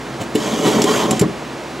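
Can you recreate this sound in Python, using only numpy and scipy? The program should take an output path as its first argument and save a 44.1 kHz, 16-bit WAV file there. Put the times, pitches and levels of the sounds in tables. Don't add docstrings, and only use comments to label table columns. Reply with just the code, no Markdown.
import sys
import numpy as np
from scipy import signal
from scipy.fft import rfft, irfft, next_fast_len
from scipy.io import wavfile
from scipy.ndimage import uniform_filter1d, map_coordinates

SR = 44100
rng = np.random.default_rng(int(sys.argv[2]) if len(sys.argv) > 2 else 0)


def to_wav(s):
    ch = np.atleast_2d(s).T
    pcm = np.round(np.clip(ch, -1, 1) * 32767)
    wavfile.write(sys.argv[1], SR, pcm.astype(np.int16))


N = 79380
TIME = np.arange(N) / SR
FADE = np.log(1000)


def gain(db):
    return 10 ** (np.asarray(db) / 20)


def unit(x):
    return x / np.sqrt(np.mean(x ** 2) + 1e-20)


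def value_at(curve, hz):
    freqs, values = np.transpose(curve)
    return np.interp(np.log(hz + 1), np.log(freqs + 1), values)


def wobble(per_second):
    return map_coordinates(rng.standard_normal(1024), [TIME * per_second], mode="wrap")


def filtered(x, response):
    size = next_fast_len(N + SR // 2)
    return irfft(rfft(x, size) * response(np.fft.rfftfreq(size, 1 / SR)), size)[..., :N]


def coloured(x, tone):
    return unit(filtered(x, lambda f: gain(value_at(tone, f))))


def resonated(x, peaks):
    def response(f):
        return sum((-1) ** k * gain(db) * 1j * f * width / (hz * hz - f * f + 1j * f * width)
                   for k, (hz, width, db) in enumerate(peaks))
    return unit(filtered(x, response))


# frequency in Hz, relative level in dB.
AIR_TONE = [(15, -77), (25, -55), (55, -21), (78, -22), (92, -31), (123, -6), (206, -11.5), (242, -2.5),
            (293, -9.5), (335, -1), (373, -8.5), (503, -8), (988, -12), (7310, -31), (16000, -51.5)]
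# pitch in Hz, level in dB.
HUM_NOTES = [(66, -48), (133, -44), (334, -43)]

def workshop():
    hum = np.zeros(N)
    for hz, db in HUM_NOTES:
        note = np.sin(2 * np.pi * hz * TIME + 0.91 * wobble(per_second=7.8))
        hum += gain(db) * unit(note * gain(1.6 * wobble(per_second=6.25)))
    return gain(-28.5) * coloured(rng.standard_normal(N), AIR_TONE) + hum


def grit(hits_per_second=5000, scatter_db=3.5):
    hits = rng.random(N) < hits_per_second / SR
    return hits * np.sign(rng.standard_normal(N)) * gain(scatter_db * rng.standard_normal(N))


# frequency in Hz, relative level in dB.
SCUFF_TONE = [(50, -18), (130, 3.5), (330, -2.5), (600, 0), (1200, -21), (3000, -17.5), (5000, -28),
              (7300, -21.5), (10000, -34.5), (16000, -40)]

def hinge_scuff(start_s=0.196, rise_s=0.023, fade_s=0.13, level_db=-19):
    rise = np.clip((TIME - start_s) / rise_s, 0, 1)
    fall = np.exp(-FADE * np.maximum(TIME - start_s - rise_s, 0) / fade_s)
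    return gain(level_db) * rise * fall * coloured(grit(), SCUFF_TONE)


# pitch in Hz, relative level in dB, fade time in seconds.
PANEL_NOTES = [(130.2, -8.5, 0.59), (164.4, -3, 0.22), (222.3, -3, 0.12), (276.8, -2.5, 0.19),
               (307.2, -3, 0.17), (336.5, -10, 0.15), (394.1, -2, 0.22), (431.4, -0.5, .15),
               (574, -3.5, 0.13), (758, -5.5, 0.19), (1051, -12.5, 0.11)]
# frequency in Hz, relative level in dB.
RUMBLE_TONE = [(40, -47), (95, -27), (150, -14), (220, -3), (330, -6), (460, -8.5), (650, -14.5),
               (1200, -54), (3000, -51)]

def panel_rumble():
    peaks = [(hz, FADE / np.pi / fade_s, db) for hz, db, fade_s in PANEL_NOTES]
    return unit(coloured(grit(), RUMBLE_TONE) + gain(1) * resonated(grit(), peaks))


def travelling(x, depth_db, width_hz=90, life_s=0.08):
    hz, times, spectrum = signal.stft(x, SR, nperseg=1024)
    swell = rng.standard_normal(spectrum.shape)
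    for axis, size in enumerate([width_hz / hz[1], life_s / times[1]]):
        swell = uniform_filter1d(swell, max(1, round(size)), axis)
    spectrum = spectrum * gain(depth_db * unit(swell))
    return unit(signal.istft(spectrum, SR, nperseg=1024)[1][:N])


# frequency in Hz, relative level in dB.
GRIND_TONE = [(300, -22), (550, 4.5), (800, 1), (1050, 2), (1300, -4), (1600, -8.5), (2100, -8.5),
              (3000, -42), (6000, -53)]

def wheel_grind():
    return travelling(coloured(grit(), GRIND_TONE), depth_db=2.2)


# frequency in Hz, relative level in dB.
HISS_TONE = [(900, -40), (2000, -9), (3100, 1), (4200, 0), (5400, -2.5), (7500, -3), (8400, -6),
             (10500, -13.5), (13000, -14.5), (16000, -35)]
# pitch in Hz, width in Hz, relative level in dB.
TRACK_NOTES = [(1877, 60, -3.5), (2250, 55, 0), (2392, 53, -0.5), (3166, 180, 3), (3870, 53, -2),
               (4450, 90, -5.5), (4940, 100, -11.5), (5580, 105, -3), (6281, 23, 5.5), (6480, 360, -4.5),
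               (7580, 450, -9.5)]

def track_scrape():
    return travelling(coloured(grit(), HISS_TONE) + resonated(grit(), TRACK_NOTES), depth_db=3.1)


# time in seconds, then relative rumble, grind and scrape in dB.
PUSH_LEVELS = [(0.361, -29, -36, -33.5), (.43, -30, -28.5, -28.5), (.51, -24, -27.5, -28.5),
               (.615, -22.5, -32.5, -29.5), (0.666, -18, -21.5, -21.5), (.71, -23.5, -29, -24.5),
               (.74, -17.5, -23, -24), (.795, -16.5, -23.5, -28), (.845, -21, -29.5, -27.5),
               (.88, -19.5, -23, -24), (.96, -20.5, -20.5, -22.5), (1.02, -19.5, -23.5, -25),
               (1.09, -19.5, -30, -34.5), (1.135, -22.5, -31.5, -31.5), (1.175, -30.5, -39, -31.5),
               (1.24, -40, -27, -49)]

def rolling(ramp_s=0.025):
    times, *columns = np.transpose(PUSH_LEVELS)
    rumble_db, grind_db, scrape_db = [np.interp(TIME, times, column) for column in columns]
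    moving = np.clip(1 + np.minimum(TIME - times[0], times[-1] - TIME) / ramp_s, 0, 1)
    judder = wobble(per_second=70)
    rumble = panel_rumble() * gain(rumble_db + 1.5 + 1.2 * judder)
    grind = wheel_grind() * gain(grind_db + 1.2 * judder)
    scrape = track_scrape() * gain(scrape_db - 0.5 + 0.7 * judder)
    return moving * (rumble + grind + scrape)


def struck(start, attack_s, fade_s):
    age = np.maximum(TIME - start, 0)
    return (1 - np.exp(-age / attack_s)) * np.exp(-FADE * age / fade_s)


# start in seconds, relative level in dB, boosted frequency in Hz,
# fade time of the crack in seconds.
CLACK_HITS = [(0.3506, -23.5, 10300, 0.037), (0.355, -18.5, 3530, 0.048), (.8178, -13, 5600, 0.042),
              (.840, -14.5, 5460, 0.033), (1.109, -11.5, 7900, 0.042), (1.194, -13.5, 7560, 0.048),
              (1.2119, -14.5, 7200, 0.018), (1.215, -22, 4230, 0.063)]
# frequency in Hz, relative level in dB.
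CRACK_TONE = [(400, -20), (1200, -4), (2200, 4), (4000, -1.5), (7500, -4), (10500, -6), (12500, -8),
              (16000, -28)]
# pitch in Hz, relative level in dB.
HINGE_NOTES = [(2230, 0), (2950, 2.5), (3540, -5), (4550, -8), (5300, -0.5), (5600, -2), (7050, 4.5),
               (7400, 6), (7750, 1.5), (8150, -8), (9900, -5), (10600, -1.5), (11850, -8)]

def hinge_clacks(attack_s=0.0004):
    out = np.zeros(N)
    for start, db, boost_hz, fade_s in CLACK_HITS:
        def boost(f):
            return gain(7 * nearness(f, boost_hz, octaves=0.33))
        crack = unit(filtered(rng.standard_normal(N), lambda f: gain(value_at(CRACK_TONE, f)) * boost(f)))
        ring = np.zeros(N)
        for hz, note_db in HINGE_NOTES:
            strength = gain(note_db + rng.normal(0, 0.76)) * boost(hz)
            ring += strength * np.sin(2 * np.pi * (hz * TIME + rng.random()))
        out += gain(db - 2) * struck(start, attack_s, fade_s) * crack
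        out += gain(db - 5.5) * struck(start, attack_s, 1.24 * fade_s) * unit(ring)
    return out


def nearness(hz, centre_hz, octaves):
    return np.exp(-0.5 * (np.log2((hz + 1) / centre_hz) / octaves) ** 2)


# start in seconds, relative level in dB, the thump's pitch in Hz,
# its fade time in seconds.
KNOCK_HITS = [(0.3524, -5.5, 317, 0.051), (.366, -18.5, 340, 0.13), (.669, -8.5, 376, .05),
              (0.8399, -7.5, 300, 0.027), (1.112, -12.5, 191, 0.12), (1.2115, -4, 175.5, 0.069),
              (1.2205, -8, 405, 0.087), (1.237, -12, 318, 0.073), (1.256, -10.5, 167, 0.032)]

def panel_knocks(attack_s=0.00096, cutoff_hz=99):
    out = np.zeros(N)
    for start, db, thump_hz, fade_s in KNOCK_HITS:
        turn = 2 * np.pi * (TIME - start)
        ring = np.zeros(N)
        for hz, note_db, ring_s in PANEL_NOTES:
            strength = gain(note_db + rng.normal(0, 1)) * nearness(hz, thump_hz, octaves=0.7)
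            ring += strength * np.sin(hz * turn + rng.normal(0, 1)) * struck(start, attack_s, ring_s)
        thump = np.sin(thump_hz * turn) * struck(start, attack_s, fade_s)
        out += gain(db) * (thump + gain(-6.5) * ring)
    return signal.sosfilt(signal.butter(2, cutoff_hz, "highpass", fs=SR, output="sos"), out)


# frequency in Hz, fade time in seconds.
ECHO_FADES = [(150, 0.58), (1000, 0.33), (8000, 0.11)]

def wall_echo(x):
    hz, times, noise = signal.stft(rng.standard_normal(SR // 2), SR, nperseg=256)
    decay = np.exp(-FADE * times / value_at(ECHO_FADES, hz)[:, None])
    tail = signal.istft(noise * decay, SR, nperseg=256)[1]
    return signal.fftconvolve(x, tail / np.linalg.norm(tail))[:N]


# frequency in Hz, left level minus right level in dB.
BALANCE = [(100, 1.2), (250, .3), (500, -0.5), (1400, -2.1), (4000, -1.2), (10000, 0)]
# frequency in Hz, lead in radians (negative is behind).
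LEFT_LEAD = [(60, 0.011), (130, -0.13), (400, -0.4), (1000, -0.42), (2000, -0.36), (4000, -0.18), (9000, 0)]
# frequency in Hz, level in dB.
WIDTH = [(100, -33), (500, -20.5), (1500, -18), (4000, -17), (8000, -18.5), (12000, -61)]

def stereo(mono):
    side = filtered(wall_echo(mono), lambda f: gain(value_at(WIDTH, f)))
    sign = np.array([[1], [-1]])
    def placement(f):
        return gain(sign * value_at(BALANCE, f) / 2) * np.exp(0.5j * sign * value_at(LEFT_LEAD, f))
    return filtered(mono, placement) + sign * side


def scene():
    roller = rolling() + hinge_clacks() + panel_knocks() + hinge_scuff()
    return stereo(roller + gain(-14) * wall_echo(roller) + workshop())


def record(dry, top_hz=15900):
    rounded = dry / (1 + np.abs(dry) ** 8) ** (1 / 8)
    return filtered(rounded, lambda f: f < top_hz)


dry = scene()
out = record(dry)
to_wav(out)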